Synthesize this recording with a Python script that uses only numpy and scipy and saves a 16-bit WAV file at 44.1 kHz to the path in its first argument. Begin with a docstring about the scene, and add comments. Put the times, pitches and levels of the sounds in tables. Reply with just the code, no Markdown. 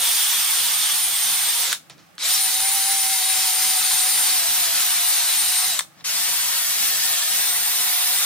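"""A cordless drill spins a wire brush on the pistons of an engine block in a garage: sines on multiples
of the motor rate, ticking bristles and a hiss of cooling air. At 1.7 s the spindle lock clacks and halts it;
a soft rub and knocks follow, and it runs again from 2.2 s with load sagging its speed. It stops with a clack
at 5.8 s, rubs softly, and runs from 6.0 s to the end. The drill moves across two microphone ports all along,
over echoes, room noise, a far hum and a lumpy rumble."""
import sys
import numpy as np
from scipy import signal
from scipy.fft import rfft, irfft
from scipy.io import wavfile
from scipy.ndimage import uniform_filter1d, map_coordinates

SR = 44100
rng = np.random.default_rng(int(sys.argv[2]) if len(sys.argv) > 2 else 0)


def pcm_store(signal):
    """Save signal as 16-bit PCM."""
    levels = np.round(np.clip(np.atleast_2d(signal), -1, 1) * 32767)
    wavfile.write(sys.argv[1], SR, levels.astype(np.int16).T)


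N = 363809
T = np.arange(N) / SR
FULL_HZ = 740  # pulse rate at which the level tables hold

# trigger and lock: (pulled [s], brush bites [s], let go [s], spindle lock halts the motor [s])
TRIGGER = [(-1, -1, 1.611, 1.728), (2.18, 2.18, 5.697, 5.792), (6.01, 6.043, 9, 9)]
# brush at work, levels ahead of the mix: (time [s], scrape level [dB], depth in the bore as low-end boost [dB],
# cooling air level [dB], bore ring frequency [Hz], bore ring boost [dB])
WORK = [(0, -24.3, 2, -25.5, 3500, 8), (.35, -24, 3, -27, 3400, 5.5), (1.14, -26, 3, -27.5, 3400, 5.5),
        (1.7, -25, 3.5, -27.5, 3600, 5), (2.3, -23, -.5, -26, 3800, 6), (2.46, -25.5, 1, -27.5, 4000, 3),
        (3, -24.8, 0, -27.5, 3900, 0), (4, -24.3, 2, -25.5, 3900, 1), (4.6, -24.3, 2.5, -24.5, 4000, 1),
        (5.63, -25, 2, -26.5, 3950, 3.5), (5.78, -27, 1, -28, 3950, 5), (6.05, -22.5, 0, -24, 3900, -1),
        (6.12, -24.5, 1, -29, 3750, -2), (6.5, -24.5, 1, -25.5, 3750, -1), (6.9, -24, .5, -25, 3900, 0),
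        (7.25, -23.7, .5, -25, 3830, 1.5), (7.55, -26, 3, -26, 3850, 3.5), (8.25, -24, 4, -26.5, 3720, 3)]


def gain_of(db):
    """Amplitude factor of a level in dB."""
    return 10 ** (np.asarray(db) / 20)


def evened(x):
    """Scales to rms 1."""
    return x / np.sqrt(np.mean(x ** 2) + 1e-20)


def read(points, hz):
    """Interpolates (Hz, dB) points over log frequency."""
    f, value = np.transpose(points)
    return np.interp(np.log(hz + 1), np.log(f + 1), value)


def columns(rows, t):
    """Interpolates each column of a timed table at t."""
    s, *values = np.transpose(rows)
    return [np.interp(t, s, v) for v in values]


def coloured(x, points):
    """Filters by a gain curve of (Hz, dB) points, without phase shift."""
    hz = np.fft.rfftfreq(x.shape[-1], 1 / SR)
    return irfft(rfft(x) * gain_of(read(points, hz)), x.shape[-1])


def slow(rate_hz):
    """Low-passed noise of rms 1: a random drift."""
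    lowpass = signal.butter(2, rate_hz, fs=SR, output="sos")
    return evened(signal.sosfilt(lowpass, rng.standard_normal(N)))


def shaped(x, points, extra_db, uneven_db):
    """Colours x, then adds a changing colour and random level drifts over time and frequency; rms 1."""
    hz, t, z = signal.stft(coloured(x, points), SR, nperseg=512, noverlap=384)
    hz = hz[:, None]
    drift = rng.standard_normal((len(t), len(hz))).T
    drift = uniform_filter1d(drift, size=4, axis=0)
    drift = np.minimum(evened(uniform_filter1d(drift, size=24, axis=1)), 1.5)
    depth_db = uneven_db * (1 + 4.5 / (1 + (hz / 650) ** 6))  # levels vary more below about 650 Hz
    z = z * gain_of(extra_db(hz, t) + depth_db * drift)
    return evened(signal.istft(z, SR, nperseg=512, noverlap=384)[1][:N])


def speed(spin_up_s=.049, spin_up_bend=1.35, coast_s=.31, ease_s=.03):
    """The loaded pulse rate in Hz, reached quickly after the pull and lost slowly after letting go."""
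    # trigger held, sagging as the brush is pressed: (time [s], motor pulse rate [Hz])
    loaded = [(0, 745), (.05, 731), (.11, 759), (.16, 732), (.215, 775), (.254, 736), (.29, 746),
              (.42, 717), (.484, 740), (.524, 733), (.57, 745), (.614, 733), (.654, 747), (.688, 732),
              (.878, 725), (1.01, 765), (1.06, 758), (1.09, 728), (1.15, 710), (1.23, 736), (1.33, 776),
              (1.45, 725), (1.517, 713), (1.6, 756), (2.36, 768), (2.52, 751), (2.77, 790), (2.8, 769),
              (2.92, 786), (3.04, 766), (3.14, 772), (3.2, 744), (3.3, 767), (3.38, 749), (3.45, 765),
              (3.53, 740), (3.65, 759), (3.79, 745), (3.87, 758), (4.03, 743), (4.13, 762), (4.215, 743),
              (4.35, 750), (4.445, 668), (4.53, 738), (4.6, 736), (4.705, 655), (4.775, 731), (4.93, 730),
              (5.01, 700), (5.07, 730), (5.13, 727), (5.23, 695), (5.32, 737), (5.63, 738), (5.68, 772),
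              (6.1, 690), (6.24, 716), (6.37, 710), (6.465, 658), (6.59, 698), (6.69, 650), (6.84, 702),
              (6.97, 642), (7.07, 675), (7.15, 670), (7.205, 624), (7.42, 718), (7.78, 720), (7.84, 733),
              (8.01, 720), (8.17, 738), (8.25, 710)]
    spin = 0
    for pull, _, off, lock in TRIGGER:
        rise = 1 - np.exp(-(np.maximum(T - pull, 0) / spin_up_s) ** spin_up_bend)
        coast = np.exp(-np.maximum(T - off, 0) / coast_s)
        spin = spin + (T >= pull) * (T < lock + .1) * rise * coast
    return uniform_filter1d(columns(loaded, T)[0], size=round(ease_s * SR)) * spin


def locked():
    """1 from each lock to the next pull of the trigger."""
    turning = sum((T >= pull) & (T < lock) for pull, _, _, lock in TRIGGER)
    return 1 - uniform_filter1d(turning * 1., size=90)


def running(shudder_db_per_s=-600, shudder_s=.03):
    """1 while the brush turns freely, then a short fading shudder after the lock."""
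    on = 0
    for _, bite, _, lock in TRIGGER:
        fade = gain_of(shudder_db_per_s * np.maximum(T - lock, 0))
        on = on + ((T >= bite) & (T < lock + shudder_s)) * fade
    return uniform_filter1d(on, size=300)


def motor(hz, waver_db=1.5, jitter=0.0016, speed_power=3):
    """Sines on multiples of the pulse rate, each wavering a little and fading as the motor slows."""
    # rms levels at FULL_HZ, ahead of the waver:
    # (time [s], whine [dB], throb [dB], gear mesh [dB], top whistle [dB])
    tones = [(0, -29, -56, -56, -39), (.5, -27, -54, -61, -36), (.9, -27, -56, -60, -41),
             (1.2, -28, -48, -52, -46), (1.7, -29, -52, -60, -46), (2.25, -28, -45, -50, -46),
             (2.9, -28, -38, -45, -53), (3.5, -27.5, -40, -45.5, -44), (4.2, -26, -41.5, -45, -47),
             (4.5, -29, -44, -53, -38), (5.1, -25.5, -47, -49, -36), (5.65, -28, -43.5, -48, -47),
             (6.05, -40, -50, -56, -50), (6.2, -28, -47, -52, -40), (6.4, -28, -52, -45, -38),
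             (6.8, -29, -50, -46, -40), (7, -28, -52, -40, -46), (7.35, -26.5, -47, -40, -39),
             (7.65, -30, -46.5, -42, -37), (7.95, -29, -45, -48, -31), (8.25, -28, -48, -52, -39)]
    # multiples of the pulse rate: (whine [1], throb [1], gear mesh [1], top whistle [1])
    tone_orders = (12, 1, 2.75, 20)
    # fainter tones: (multiple of the pulse rate [1], level re whine in run 1 [dB], run 2 [dB], run 3 [dB])
    faint = [(1.15, -23, -22, -21.5), (4, -19, -21.5, -32), (5, -21, -15, -12.5), (10, -16, -12.5, -10),
             (12.77, -18, -16, -9), (13.09, -23, -13, -25), (13.91, -19, -15, -33), (17, -27, -21, -22),
             (18, -28, -19, -21), (19, -17, -19, -19)]
    turns = np.cumsum(hz * (1 + jitter * slow(60))) / SR
    levels = columns(tones, T)
    run = np.searchsorted([row[0] for row in TRIGGER[1:]], T)
    orders = list(zip(tone_orders, levels))
    orders += [(k, levels[0] + np.take(db, run)) for k, *db in faint]
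    orders.append((2.62, levels[2] - 4.0))  # second gear stage
    sway = [slow(16.7) for _ in range(4)]
    out = 0
    for j, (k, db) in enumerate(orders):
        level = np.sqrt(2) * gain_of(db + waver_db * sway[j % 4])
        out = out + level * np.sin(2 * np.pi * (k * turns + rng.random()))
    return (1 - locked()) * running() * (hz / FULL_HZ) ** speed_power * out


def brush(motor_hz, tips_per_s=9000, spread_db=2.5, hiss=.8, ring_width_hz=320, wobble_db=0.53,
          speed_power=.75, shudder_low_db=9):
    """Wire tips tick on the metal in thousands; the bore adds a ring and, deeper in, more low end."""
    # scrape colour: (frequency [Hz], relative level [dB])
    scrape = [(120, -55), (200, -45), (366, -30), (538, -19), (615, -30), (715, -12.5), (804, -12.5),
              (1030, -9.5), (1990, -4), (2390, -3), (3960, 0.5), (6220, -1), (11000, -9.5), (14300, -25),
              (22000, -120)]
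    # narrow rings of the cast iron: (frequency [Hz], full width [Hz], boost [dB])
    block = [(549, 17, 9), (944, 20, 6.5), (2150, 43, 1.5)]
    hits = rng.random(N) < tips_per_s / SR
    strength = gain_of(spread_db * np.minimum(rng.exponential(1, N), 6.))
    tips = hits * strength * rng.choice([-1, 1], N)
    drive = evened(tips) + hiss * rng.standard_normal(N)
    all_hz = np.fft.rfftfreq(N, 1 / SR)
    iron_db = sum(db / (1 + (2 * (all_hz - f) / w) ** 2) for f, w, db in block)
    drive = irfft(rfft(drive) * gain_of(iron_db), N)

    def bore(hz, t):
        """Low-end boost and ring in dB; the shudder after a lock is duller."""
        _, depth_db, _, ring_hz, ring_db = columns(WORK, t)
        depth_db = depth_db + shudder_low_db * np.interp(t, T, locked() * running())
        low = 1 / (1 + (hz / 2200) ** 4) + 1.4 / (1 + (hz / 500) ** 4)
        return depth_db * low + ring_db * np.exp(-((hz - ring_hz) / ring_width_hz) ** 2)

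    level = running() * (motor_hz / FULL_HZ) ** speed_power
    return level * shaped(drive, scrape, bore, 0.77) * gain_of(columns(WORK, T)[0] + wobble_db * slow(5.9))


def cooling_air(motor_hz, flutter_db=0.3, speed_power=2.6):
    """The fan blows through the vents as a high, fluttering hiss."""
    # hiss colour: (frequency [Hz], relative level [dB])
    air = [(4710, -27), (8000, -0.5), (10300, 5.5), (12600, -0.5), (14200, 6), (15000, -0.5),
           (15700, -12.5), (16100, -24)]
    hiss = shaped(rng.standard_normal(N), air, lambda hz, t: 0 * hz, 1.6)
    level = (1 - locked()) * running() * (motor_hz / FULL_HZ) ** speed_power
    return level * hiss * gain_of(columns(WORK, T)[2] + flutter_db * slow(150))


def clicks():
    """Lock, trigger and brush knocks: short noise bursts through the resonances of the housing."""
    # (time [s], peak ahead of the ports [dB], boost below 1 kHz [dB], boost above 6 kHz [dB],
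    # decay constant of the burst [ms])
    events = [(0.744, -20, -23, -2, 1.09), (1.7205, -14, -18, -22, .6), (1.7283, -5, -20, -13, 1.7),
              (1.7287, -10, -18, -7, 0.82), (1.7342, -27, -20, -2, .6), (1.746, -23, -20, -15, 1.5),
              (1.898, -29, 8, -14, 1.2), (1.9805, -44, 12, -19, 1.68), (2.153, -42, -11, -2, 1.2),
              (2.181, -20, -15, -21, .8), (2.3066, -23, -14, -16, 1.3), (2.339, -10, -23, -4, 0.86),
              (2.6038, -12, -20, -9, 1.5), (5.7915, -2.5, -15, -9, 1), (5.7943, -9, -26, -23, 1.4),
              (5.807, -14, -20, -20, 0.95), (6.008, -38, -15, -24, 2.6)]
    # resonances: (frequency [Hz], half width at half gain [Hz], relative level [dB])
    housing = [(600, 400, -18), (1463, 500, 8), (3740, 1000, 8), (5447, 780, 0), (8140, 2060, 16),
               (9740, 4100, 3), (13700, 2000, -6)]
    t, hz = np.arange(1024) / SR, np.fft.rfftfreq(1024, 1 / SR)
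    out = np.zeros(N + 1024)
    noises = rng.standard_normal((len(events), 1024))
    for (s, peak_db, thud_db, bright_db, ms), noise in zip(events, noises):
        body = 0
        for f, w, db in housing:
            level = gain_of(db + thud_db * (f < 1000) + bright_db * (f > 6000))
            body = body + level * (w / (w + 1j * (hz - f)) * hz / (hz + 0.54 * f)) ** 2
        click = irfft(rfft(noise * np.exp(-t * 1000 / max(ms, .2))) * body)
        out[round(s * SR):][:1024] += gain_of(peak_db) * click / abs(click).max()
    return out[:N]


def rustle():
    """Something rubs softly as the drill is carried over: dull band-passed noise that rises and fades."""
    # (start [s], rise [s], level at the end of the rise [dB], fade [dB/s])
    rubs = [(1.899, .001, -40, -420), (1.96, .03, -53, -150), (5.92, .09, -48, -700)]
    band = signal.butter(4, [400, 6200], "bandpass", fs=SR, output="sos")
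    noise = evened(signal.sosfilt(band, rng.standard_normal(N)))
    level = 0
    for s, rise, db, fade_db in rubs:
        fade = gain_of(db + fade_db * np.maximum(T - s - rise, 0))
        level = level + np.clip((T - s) / rise, 0, 1) ** 2 * fade
    return noise * level


def ports(x, lag_us, pan_db):
    """Two ports: half the lag is taken from the left and added to the right; pan_db is left re right."""
    shift = lag_us * SR / 2e6  # samples per port
    pair = [map_coordinates(x, [np.arange(N) + side * shift], order=5, mode="nearest") for side in (1, -1)]
    return np.array(pair) * gain_of([pan_db / 2, -pan_db / 2])


def reflections(x, t60=0.14, late_db=-28, late_t60=0.5, size=1024):
    """Block, hands and walls send back sparse echoes; they differ per port and change frame by frame."""
    # echo colour: (frequency [Hz], relative gain [dB])
    diffuse = [(100, -22), (700, 0.5), (2800, -2), (6000, 2), (10000, 1), (15000, 3.5)]
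    t, out = np.arange(10 * size) / SR, np.zeros((2, N + 14 * size))
    fade = (gain_of(-60 * t / t60) + gain_of(late_db - 60 * t / late_t60)) * (t > .0015)
    padded = np.pad(x, (size, 2 * size))
    window = np.sin(np.pi * np.arange(2 * size) / (2 * size))
    for at in range(0, N + size, size):
        chance = rng.random((2, len(t)))
        tail = ((chance < .05) * 1. - (chance > .95)) * fade
        tail /= np.linalg.norm(tail, axis=1, keepdims=True)
        echo = signal.fftconvolve((padded[at:at + 2 * size] * window)[None], tail, axes=1)
        out[:, at:at + echo.shape[1]] += echo
    return coloured(out[:, size:size + N], diffuse)


def garage(room_db=-55.5, rumble_floor_db=-72):
    """Uneven, drifting room noise, partly shared by the ports, a distant fuzzy hum and a lumpy rumble."""
    # room colour: (frequency [Hz], relative level [dB])
    room = [(18, -60), (30, -52), (145, -1.5), (215, -6), (310, -2), (354, -13.5), (393, -12), (842, -5),
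            (960, -18), (1150, -6.5), (2170, -12), (3380, -17), (13600, -34), (15900, -52)]
    # a machine far off: (frequency [Hz], full width at half amplitude [Hz], level [dB])
    machine = [(167.4, 10, -63), (329.8, 20, -71.5)]
    # low swells, added to the floor: (middle [s], full width at 1/e [s], level ahead of the drift [dB])
    swells = [(2.6, .2, -69), (3.35, .2, -69), (4.86, 1, -65.5), (6.5, .35, -65), (7.03, .2, -65),
              (7.35, .15, -67), (7.67, .15, -68), (8.04, .15, -72)]
    a, b = (shaped(v, room, lambda hz, t: 0 * hz, 1.3) for v in rng.standard_normal((2, N)))
    hz, hum = np.fft.rfftfreq(N, 1 / SR), 0
    for f, w, db in machine:
        band = 1 / (1 + (2 * (hz - f) / w) ** 2)
        hum = hum + gain_of(db) * evened(irfft(rfft(rng.standard_normal(N)) * band, N))
    swell = gain_of(rumble_floor_db)
    for s, length, db in swells:
        swell = swell + gain_of(db) * np.exp(-(2 * (T - s) / length) ** 4)
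    low = irfft(rfft(rng.standard_normal((2, N))) / (1 + ((hz - 92) / 18) ** 4), N)
    rumble = evened(low + 0.11 * low[::-1]) * swell * gain_of(2.4 * slow(4.8))
    return gain_of(room_db) * np.array([a, 0.29 * a + 1.52 * b]) + hum + rumble


def scene():
    """Drill sounds placed at the two ports, with their reflections and the garage behind."""
    # drill position: (time [s], lag of the right port for the brush [us], the same for the motor [us],
    # left re right for the brush [dB])
    place = [(0, -15, 10, -2.5), (.55, 15, 28, -3), (1.7, 8, 15, -3.5), (2.2, 24, 0, .5), (4.15, 21, -7, 1),
             (4.4, 44, 46, -.5), (5.1, 35, 65, 1), (5.6, 23, 5, .4), (6.05, 70, 41, 1.9),
             (7.2, 66, 51, 1.5), (7.45, 65, 85, 1.5), (8.25, 78, 74, -1)]
    hz = speed()
    brush_us, motor_us, pan_db = columns(place, T)
    noise = gain_of(-1.5) * (brush(hz) + cooling_air(hz))
    tones = motor(hz)
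    hits = clicks() + rustle()
    direct = ports(noise + hits, brush_us, pan_db) + ports(tones, motor_us, pan_db - 5.0)
    echoes = reflections(noise + gain_of(-9) * tones + gain_of(-9) * hits)
    return direct + echoes + garage()


def record(dry, hiss_db=-61, bass_cut_hz=70, edge_hz=16090):
    """The microphone adds hiss and drops deep bass, the two ports differ in colour; then the band limit."""
    dry = dry + gain_of(hiss_db) * rng.standard_normal((2, N))
    dry = signal.sosfilt(signal.butter(2, bass_cut_hz, "highpass", fs=SR, output="sos"), dry)
    # (frequency [Hz], half the left-right difference [dB])
    tilt = [(60, -4.5), (200, 1.5), (1000, 2.0), (2500, 1.0), (6000, -1.3), (9000, 3.47), (13000, -1.5)]
    pair = np.array([coloured(dry[0], tilt), coloured(dry[1], [(f, -db) for f, db in tilt])])
    lowpass = signal.firwin(511, edge_hz, window=("kaiser", 9), fs=SR)
    return signal.oaconvolve(pair, lowpass[None], "same")


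dry = scene()
out = record(dry)
pcm_store(out)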